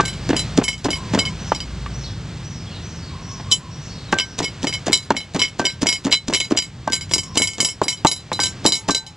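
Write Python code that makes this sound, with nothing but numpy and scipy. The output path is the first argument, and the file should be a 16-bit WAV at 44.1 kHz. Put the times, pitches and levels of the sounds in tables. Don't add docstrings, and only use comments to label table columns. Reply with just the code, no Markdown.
import sys
import numpy as np
from scipy import signal
from scipy.fft import rfft, irfft, next_fast_len
from scipy.io import wavfile
from scipy.ndimage import uniform_filter1d, map_coordinates

SR = 44100
rng = np.random.default_rng(int(sys.argv[2]) if len(sys.argv) > 2 else 0)


def wrap_up_sound(samples):
    columns = np.atleast_2d(samples).T
    tamed = np.clip(columns, -1, 1)
    steps = np.round(tamed * 32767).astype(np.int16)
    wavfile.write(sys.argv[1], SR, steps)


N = 403956
T = np.arange(N) / SR
AGE = T[:int(SR * .3)]

# start in seconds, level in dB, thud in dB, hardness in dB, pulp in dB,
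# time to reach the bottom in seconds, level at the bottom in dB, rebound in dB.
STROKES = [(0, -13.5, -6, -2.5, -25, 0.0068, -29, -24.5), (0.2927, -14.5, 11, 3, -28, .01, -17.5, -12.5),
           (0.578, -10, 8, -14, -19.5, .008, -17, -16.5), (0.8485, -15.5, 9, 0, -20, 0.0081, -14.5, -16.5),
           (1.137, -14, 7.5, -4, -28, .011, -12.5, -14), (1.5189, -10.5, -19.5, -7.5, -57, .012, -38, -34),
           (1.8603, -33.5, -13, 22, -60, 0.0089, -50, -55), (3.3984, -31, -1, 0, -60, .01, -50, -55),
           (4.1276, -11, -3.5, -3.5, -24.5, 0.01, -21.5, -27),
           (4.3917, -29, 10, 19, -20, 0.011, -18.5, -31), (4.632, -25.5, 9.5, -4, -28, 0.011, -17, -23.5),
           (4.8689, -20.5, 3, 8, -25.5, .012, -17, -25),
           (5.105, -5.5, -10.5, -11.5, -22, 0.015, -21.5, -22.5),
           (5.3485, -16.5, 11, -2, -24, 0.014, -16, -34),
           (5.5954, -13, -3.5, -4.5, -22.5, 0.02, -23.5, -23.5),
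           (5.822, -19.5, 15, -8, -20.5, 0.0092, -18, -21), (6.0523, -14, 15, -4, -24, .014, -18, -25),
           (6.2834, -16.5, 16, -17, -21, .015, -19.5, -20),
           (6.5105, -16, 2, -11, -27.5, 0.01, -22.5, -25.5),
           (6.8767, -15.5, -14.5, -15, -33.5, 0.023, -25.5, -34), (7.114, -30, -8, 1, -26, 0.017, -33, -24),
           (7.358, -26, 0.5, 1, -26, 0.013, -19, -22.5), (7.585, -28, 6.5, 3, -29.5, .014, -26, -25),
           (7.8164, -10, -9.5, -17, -31.5, .012, -28, -29), (8.049, -1.5, -18, -18, -21.5, .012, -43, -29),
           (8.317, -14.5, -17, -7, -40, .012, -27, -40), (8.3923, -15.5, -9, -5, -35, .012, -31, -39),
           (8.647, -30, 3.5, -4, -30.5, 0.0052, -11, -41), (8.8885, -14, -5.5, -8, -19, 0.008, -17.5, -44)]
# frequency in Hz, relative level in dB,
# 60 dB decay time in seconds before the sustain factor of ring().
MORTAR_MODES = [(176, 0, 0.078), (291, -8, 0.13), (376.5, -6.5, 0.077), (463, -5.5, 0.037),
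                (642, 0.5, 0.039), (790, -10, .03), (885, 0, .044), (1030, -2, .037), (1140, -2, .037),
                (1485, 0, 0.013), (1803, -10.5, 0.052)]
STEEL_MODES = [(1005, -18, .14), (2176, -2, .14), (2190, -4, .15), (2975, -12, .1), (3052, -1, .13),
               (3835, -11, .1), (3985, -1, .165), (4450, -15, .05), (4868, 0, .135), (5328, -9, .16),
               (5585, -5, .135), (6537, -9, .19), (7136, -6, .16), (7338, -8, .17), (7725, -13, .15),
               (7890, -8, .18), (8117, -12, .14), (8760, -20, .16), (8888, -18, .15), (9076, -22, .14),
               (9768, -20, .16), (10114, -11, .17), (10535, -25, .16), (11150, -31, .05), (11850, -34, .1),
               (12660, -30, .15), (12860, -32, .15), (13130, -34, .12), (14850, -38, .07)]
# frequency in Hz, relative spectral density in dB.
CARDBOARD_SPECTRUM = [(30, -18), (130, -1), (280, 4), (550, -1.5), (1100, -4), (1600, -12), (3000, -17),
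                      (7000, -39), (14000, -77)]
PULP_SPECTRUM = [(300, 9.5), (1500, -4), (4000, 3.5), (7000, 3), (9500, -12.5), (12000, -28), (16000, -51)]
RUMBLE_SPECTRUM = [(15, -27), (30, -16), (50, -7), (100, 3.5), (165, 0.5), (230, -9.5), (330, -21.5),
                   (700, -39), (2000, -85)]
AIR_SPECTRUM = [(100, 0.5), (300, 10), (600, 3.5), (1200, 1.5), (2800, -1), (4500, -1), (6000, -6),
                (8000, -10), (10000, -26), (13000, -35), (16000, -62)]
SCRAPE_SPECTRUM = [(300, -8.5), (1500, -11), (2300, -1), (3300, 4.5), (5200, -2.5), (7800, 8.5),
                   (10000, -28), (11500, -33), (16000, -55)]
# start in seconds, level in dB, upper mode relative to lower in dB.
GLANCES = [(0.0, -4, -15.5), (1.519, -12, -38), (1.862, -21.5, -22), (4.129, -8.5, -7.5),
           (5.596, -16.5, -4), (6.875, -20.5, -3), (8.394, -15.5, -7), (8.894, -9.5, -13.5)]
# frequency in Hz, 60 dB decay time in seconds.
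SHAFT_MODES = [(1160, 0.044), (1559, 0.32)]
# thud in dB, squeezing time in seconds.
SQUEEZE_TIMES = [(-10, .002), (-2.5, .012), (13.5, .011)]
# time in seconds, relative levels of rumble and of air in dB.
YARD_LEVELS = [(0, -28, -37.5), (.45, -26, -40.5), (.85, -30.5, -45), (1.15, -26, -40.5),
               (1.8, -31.5, -45.5), (3.3, -32.5, -47), (4.2, -34.5, -47), (4.65, -36, -46),
               (5.1, -35.5, -47.5), (6.5, -37.5, -51.5), (7.1, -31.5, -48.5), (7.85, -39.5, -50.5),
               (8.5, -32.5, -45.5), (9.16, -43, -54)]
# time in seconds, firing rate in Hz, level in dB.
ENGINE_DRONE = [(0, 48.1, -34), (.55, 51.9, -33), (1.1, 55, -40), (1.55, 54.5, -37), (1.85, 56.5, -30),
                (2.4, 55.6, -44), (2.7, 56.2, -50), (4, 56.1, -45), (5, 57, -66)]
# landing in seconds, first end in dB, gap in seconds, second end in dB,
# rocking period in seconds, rocking in dB, then relative levels of the low, 4 kHz and high modes in dB.
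SPOON_JUMPS = [(.0526, -19, 0.027, -20, .05, -31, 0, -3.5, -1),
               (0.365, -14.5, 0.028, -17, 0.023, -33, 3, 0.5, 1),
               (0.639, -15.5, .0415, -9.5, 0.049, -23, 0.5, -6, -2.5),
               (.9047, -18, 0.026, -18.5, 0.027, -29, -1, -3.5, -5),
               (1.1896, -11.5, 0.063, -19.5, .023, -28, 2, -2, -6.5),
               (1.548, -24, .0556, -22.5, .03, -49, -5, -6, -8.5),
               (3.5143, -13.5, 0.0062, -10.5, 0.011, -21, 4.5, 0.5, 1.5),
               (4.1863, -13, 0.012, -13.5, 0.025, -50, 1, -3, -11),
               (4.4288, -25, 0.014, -20.5, 0.038, -38, 0, -1.5, -8),
               (4.6701, -18.5, .056, -23.5, 0.011, -21.5, -1, -5.5, -7.5),
               (4.922, -24, 0.0082, -7.5, 0.044, -21.5, -4.5, 6.5, 0),
               (5.1661, -15, 0.039, -27, 0.044, -45, 4.5, 0.5, -5.5),
               (5.3938, -15.5, 0.023, -9, 0.032, -17.5, 1, -4, -9),
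               (5.6527, -11.5, 0.047, -24.5, 0.042, -47, 1.5, -1, -7),
               (5.8681, -11, 0.02, -11, 0.038, -14.5, -2, -4.5, -4.5),
               (6.1156, -15, .0098, -6, .02, -35, 2, 1, -9),
               (6.3359, -12, 0.011, -9, 0.054, -13.5, 0, 0.5, -4),
               (6.5731, -9.5, 0.049, -22.5, 0.044, -42, 0, -3.5, -4.5),
               (6.922, -19, 0.01, -12, .078, -25.5, -3, -1.5, -1),
               (7.119, -26, 0.017, -9.5, 0.045, -15.5, -10, -7, -1.5),
               (7.373, -10, 0.046, -10, 0.053, -17, -1, -6, 1),
               (7.6034, -11, 0.044, -10.5, 0.039, -21.5, -7, -8, -2),
               (7.835, -22.5, 0.047, -11.5, 0.045, -23, -6, -3, -2.5),
               (8.0691, -7.5, 0.045, -10.5, 0.048, -26, -6, 4, -1),
               (8.3293, -18, 0.027, -31, 0.024, -45, -5, 8, -1),
               (8.4011, -13.5, 0.032, -12.5, 0.024, -18, -6, -1, -1.5),
               (8.6615, -8, 0.06, -9.5, 0.031, -17, -7.5, 2.5, -0.5),
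               (8.906, -15, 0.041, -12, .118, -33.5, -10, 4, -2.5)]
# start in seconds, relative level in dB, pace factor, pitch ratio.
PEEPS = [(0.219, -43, 2.2, .78), (1.379, -43, 1.1, 0.98), (1.93, -42, 1.23, 0.96),
         (2.035, -35.5, 4.2, 0.69), (2.431, -42.5, 1.04, 0.96), (2.66, -44, 2.4, .53),
         (2.7, -46, 2.3, 0.69), (2.821, -42.5, 1.04, 0.97), (3.02, -40.5, 2.4, .75),
         (3.22, -41, 1.12, 0.96), (3.7, -42, .8, 0.95), (3.88, -45, 1.15, .72), (4.05, -41.5, 3.1, 0.67),
         (4.23, -45, 1.5, .98), (7.21, -43.5, 0.64, 0.9)]
# age in seconds, pitch in Hz, relative level in dB.
PEEP_GLIDE = [(0, 5850, -7), (.025, 6130, 6), (.07, 6300, -2.5), (.11, 5900, 3), (.17, 5500, 2),
              (.22, 5210, -9), (.28, 4400, -37)]
# start, length and syllable length in seconds, top of the pitch arch
# in Hz, relative level in dB.
CROWS = [(0.894, 0.45, 0.24, 1066, -33), (3.078, 0.69, .165, 1082, -37), (7.166, .28, 0.3, 1080, -37),
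         (8.62, .515, 0.63, 884, -41)]

REBOUND_S = .028
PULP_LEAD = .18
SLIDE_S = .011
HELD_FROM_S, HELD_TO_S = 3.4, 3.7
ROCK_JITTER, ROCK_LOSS_DB = .22, 13.5
AGC_THRESHOLD_DB, AGC_SHARE, AGC_ATTACK_S, AGC_RECOVERY_DB_PER_S = -18, .45, .034, 15.5
BAND_LIMIT_HZ = 15500


def amp(db):
    return 10 ** (np.asarray(db) / 20)


def unit(x, span=None):
    return x / np.sqrt(np.mean(x[:span] ** 2) + 1e-20)


def attack_unit(x):
    return unit(x, span=int(.009 * SR))


def spectral_gain(points, size):
    hz, db = np.transpose(points)
    bin_hz = np.fft.rfftfreq(size, 1 / SR)
    return amp(np.interp(np.log(bin_hz + 1), np.log(hz + 1), db))


def curves(rows, at):
    knots, *columns = np.transpose(rows)
    return [np.interp(at, knots, column) for column in columns]


def wobble(rate, n):
    knots = rng.standard_normal(int(n * rate / SR) + 4)
    return map_coordinates(knots, [np.arange(n) * rate / SR])


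def noise(spectrum, n):
    size = next_fast_len(n)
    white = rfft(rng.standard_normal(size))
    return unit(irfft(white * spectral_gain(spectrum, size), size)[:n])


def colour(x, points):
    size = 2 * next_fast_len(len(x))
    cepstrum = irfft(np.log(spectral_gain(points, size)))
    cepstrum[1:size // 2] *= 2
    cepstrum[size // 2 + 1:] = 0
    return irfft(rfft(x, size) * np.exp(rfft(cepstrum)))[:len(x)]


def fade(t60):
    return np.exp(-np.log(1000) * AGE / t60)


def ring(modes, scatter_db, detune, sustain):
    hz, db, t60 = np.transpose(modes)[:, :, None]
    spread, shift, side = rng.standard_normal((3, len(modes), 1))
    strength = np.sign(side) * amp(db + scatter_db * spread)
    phase = 2 * np.pi * hz * (1 + detune * shift) * AGE
    return attack_unit(np.sum(strength * fade(sustain * t60) * np.sin(phase), axis=0))


def tone(hz):
    return np.sqrt(2) * np.sin(2 * np.pi * np.cumsum(hz) / SR)


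def add(track, start_s, sound):
    start = max(round(start_s * SR), 0)
    track[start:start + len(sound)] += sound[:max(N - start, 0)]


def outdoors(x, t60, wet_db):
    tail = rng.standard_normal(len(AGE)) * fade(t60)
    return x + amp(wet_db) * signal.fftconvolve(x, tail / np.linalg.norm(tail))[:N]


def knock(db, thud_db, hard_db):
    soft_db = np.clip(thud_db, -14, 3)
    rocking = amp(-6.5 + 1.1 * soft_db + 5.7 * wobble(150, len(AGE))) * fade(.18)
    shudder = noise(CARDBOARD_SPECTRUM, len(AGE)) * (amp(5) * fade(.034) + rocking)
    bowl = ring(MORTAR_MODES, scatter_db=2.7, detune=.0097, sustain=.55)
    blow = bowl + shudder * (1 - np.exp(-AGE / .0015))
    contact = [(50, -13.5), (270, 1.02 * thud_db + 4.5), (560, .76 * soft_db),
               (880, -.5), (1200, -3.5), (1750, .86 * hard_db + 5)]
    return amp(db + .5) * attack_unit(colour(blow, contact))


def mortar():
    out = np.zeros(N)
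    for start, db, thud_db, hard_db, _, travel, bottom_db, rebound_db in STROKES:
        add(out, start, knock(db, thud_db, hard_db))
        add(out, start + travel, knock(bottom_db, thud_db=.5, hard_db=-5.5))
        add(out, start + travel + REBOUND_S, knock(rebound_db, thud_db=2, hard_db=-2))
    return out


def pestle():
    out = np.zeros(N)
    lower, upper = [fade(t60) * np.sin(2 * np.pi * hz * AGE) for hz, t60 in SHAFT_MODES]
    for start, db, upper_db in GLANCES:
        add(out, start, amp(db) * (lower + amp(upper_db) * upper))
    return out


def crush(db, squeeze_s):
    since_burst = np.maximum(AGE - squeeze_s, 0)
    rise_db = np.minimum(22 * (AGE / squeeze_s - 1), 0)
    swell = amp(rise_db - 60 * since_burst / (.012 + 7 * squeeze_s))
    snap = (1 - np.exp(-since_burst / .0002)) * amp(8.5 - 60 * since_burst / .012)
    grit = amp(5.5 * wobble(450, len(AGE)))
    squelch = (swell * grit + snap) * noise(PULP_SPECTRUM, len(AGE))
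    energy = np.sum(squelch ** 2) / SR
    return amp(db + 2) * squelch / np.sqrt(energy / .0098)


def pulp():
    out = np.zeros(N)
    for start, _, thud_db, _, db, travel, bottom_db, _ in STROKES:
        squeeze_s = curves(SQUEEZE_TIMES, thud_db)[0]
        add(out, start - squeeze_s * (1 + PULP_LEAD), crush(db, squeeze_s))
        add(out, start + travel - squeeze_s, crush(bottom_db - 11.5, squeeze_s))
    return out


def traffic_and_air():
    rumble_db, air_db = curves(YARD_LEVELS, T)
    engine_hz, engine_db = curves(ENGINE_DRONE, T)
    rumble = amp(rumble_db + .15 + .09 * wobble(6.9, N)) * noise(RUMBLE_SPECTRUM, N)
    air = amp(air_db + 6.5 + .81 * wobble(5.5, N)) * noise(AIR_SPECTRUM, N)
    return rumble + air + amp(engine_db) * tone(engine_hz)


def scrape():
    return noise(SCRAPE_SPECTRUM, len(AGE)) * (1 - np.exp(-AGE / .0003))


def slide(db):
    swell = np.interp(AGE, [0, SLIDE_S / 2, SLIDE_S, 2 * SLIDE_S], [0, 1, 1, 0])
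    grit = amp(5 * wobble(300, len(AGE)))
    return amp(db) * swell * grit * scrape()


def clink(db, low_db, middle_db, high_db, held):
    buzz = amp(-7 + 6.9 * wobble(310, len(AGE))) * fade(.092)
    tick = amp(-9) * fade(.021)
    steel = ring(STEEL_MODES, scatter_db=3, detune=.00058, sustain=.9) + scrape() * (tick + buzz)
    for k, delay in enumerate(np.cumsum(rng.uniform(.0023, .013, size=5))):
        bounce = ring(STEEL_MODES, scatter_db=5.5, detune=.00053, sustain=.54)
        bounce += amp(1.5) * fade(.012) * scrape()
        steel += amp(-7.5 - 2.8 * k) * np.pad(bounce, (int(delay * SR), 0))[:len(AGE)]
    lowest_db = low_db - 1.5 - 18 * held
    contact = [(500, .11), (1000, .38 * lowest_db), (2200, lowest_db), (2950, .63 * low_db),
               (3150, low_db), (3800, middle_db), (4100, middle_db), (4700, .26), (5700, .0067),
               (6500, high_db), (13200, high_db), (15500, high_db - 6)]
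    bump = amp(-18) * fade(.089) * (1 - fade(.0078)) * noise(CARDBOARD_SPECTRUM, len(AGE))
    return amp(db) * (attack_unit(colour(steel, contact)) + bump)


def spoon_on_tray():
    out = np.zeros(N)
    for start, first_db, gap, second_db, period, rocking_db, low_db, middle_db, high_db in SPOON_JUMPS:
        held = HELD_FROM_S < start < HELD_TO_S
        add(out, start - SLIDE_S, slide(first_db - 21))
        add(out, start, clink(first_db, low_db, middle_db, high_db, held))
        last_rock = period * (1 + np.exp(ROCK_JITTER * rng.standard_normal()))
        later_low_db = low_db + 3.5
        for delay, db in [(0, second_db), (period, rocking_db), (last_rock, rocking_db - ROCK_LOSS_DB)]:
            add(out, start + gap + delay, clink(db, later_low_db, middle_db, high_db, held))
    return out


def chicks():
    out = np.zeros(N)
    age = T[:SR // 2]
    for start, db, pace, pitch_ratio in PEEPS:
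        hz, glide_db = curves(PEEP_GLIDE, age * pace)
        rasp = np.interp(age * pace, [.04, .13], [.028, .08])
        quaver = 1 + rasp * wobble(900, len(age)) + .015 * wobble(25, len(age))
        envelope = amp(db + glide_db - 8 + 2.2 * wobble(29, len(age)))
        add(out, start, envelope * tone(pitch_ratio * hz * quaver))
    return outdoors(out, t60=.45, wet_db=3.5)


def rooster():
    out = np.zeros(N)
    for start, length, syllable, hz, db in CROWS:
        arch = np.abs(np.sin(np.pi * T[:int(length * SR)] / syllable))
        jitter = .045 * wobble(140, len(arch)) + .025 * wobble(12, len(arch))
        add(out, start, amp(db - 7.5) * arch * tone(hz * (.9 + .1 * arch + jitter)))
    return outdoors(out, t60=.22, wet_db=-6)


def gain_control(x):
    power = np.abs(uniform_filter1d(x[1] ** 2, size=256))
    excess_db = np.maximum(10 * np.log10(power + 1e-12) - AGC_THRESHOLD_DB, 0)
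    recovery_db = AGC_RECOVERY_DB_PER_S * T
    cut_db = np.maximum.accumulate(AGC_SHARE * excess_db + recovery_db) - recovery_db
    pole = np.exp(-1 / (AGC_ATTACK_S * SR))
    return x * amp(-signal.lfilter([1 - pole], [1, -pole], cut_db))


def scene():
    near = outdoors(mortar() + pestle() + pulp() + spoon_on_tray(), t60=.27, wet_db=-24)
    mono = near + chicks() + rooster() + traffic_and_air()
    return np.array([np.pad(mono, (1, 0))[:N], mono])


def record(dry):
    ducked = gain_control(dry)
    clipped = ducked / (1 + np.abs(ducked) ** 8) ** (1 / 8)
    size = next_fast_len(N + SR // 4)
    passband = np.fft.rfftfreq(size, 1 / SR) < BAND_LIMIT_HZ
    return irfft(rfft(clipped, size) * passband, size)[:, :N]


dry = scene()
out = record(dry)
wrap_up_sound(out)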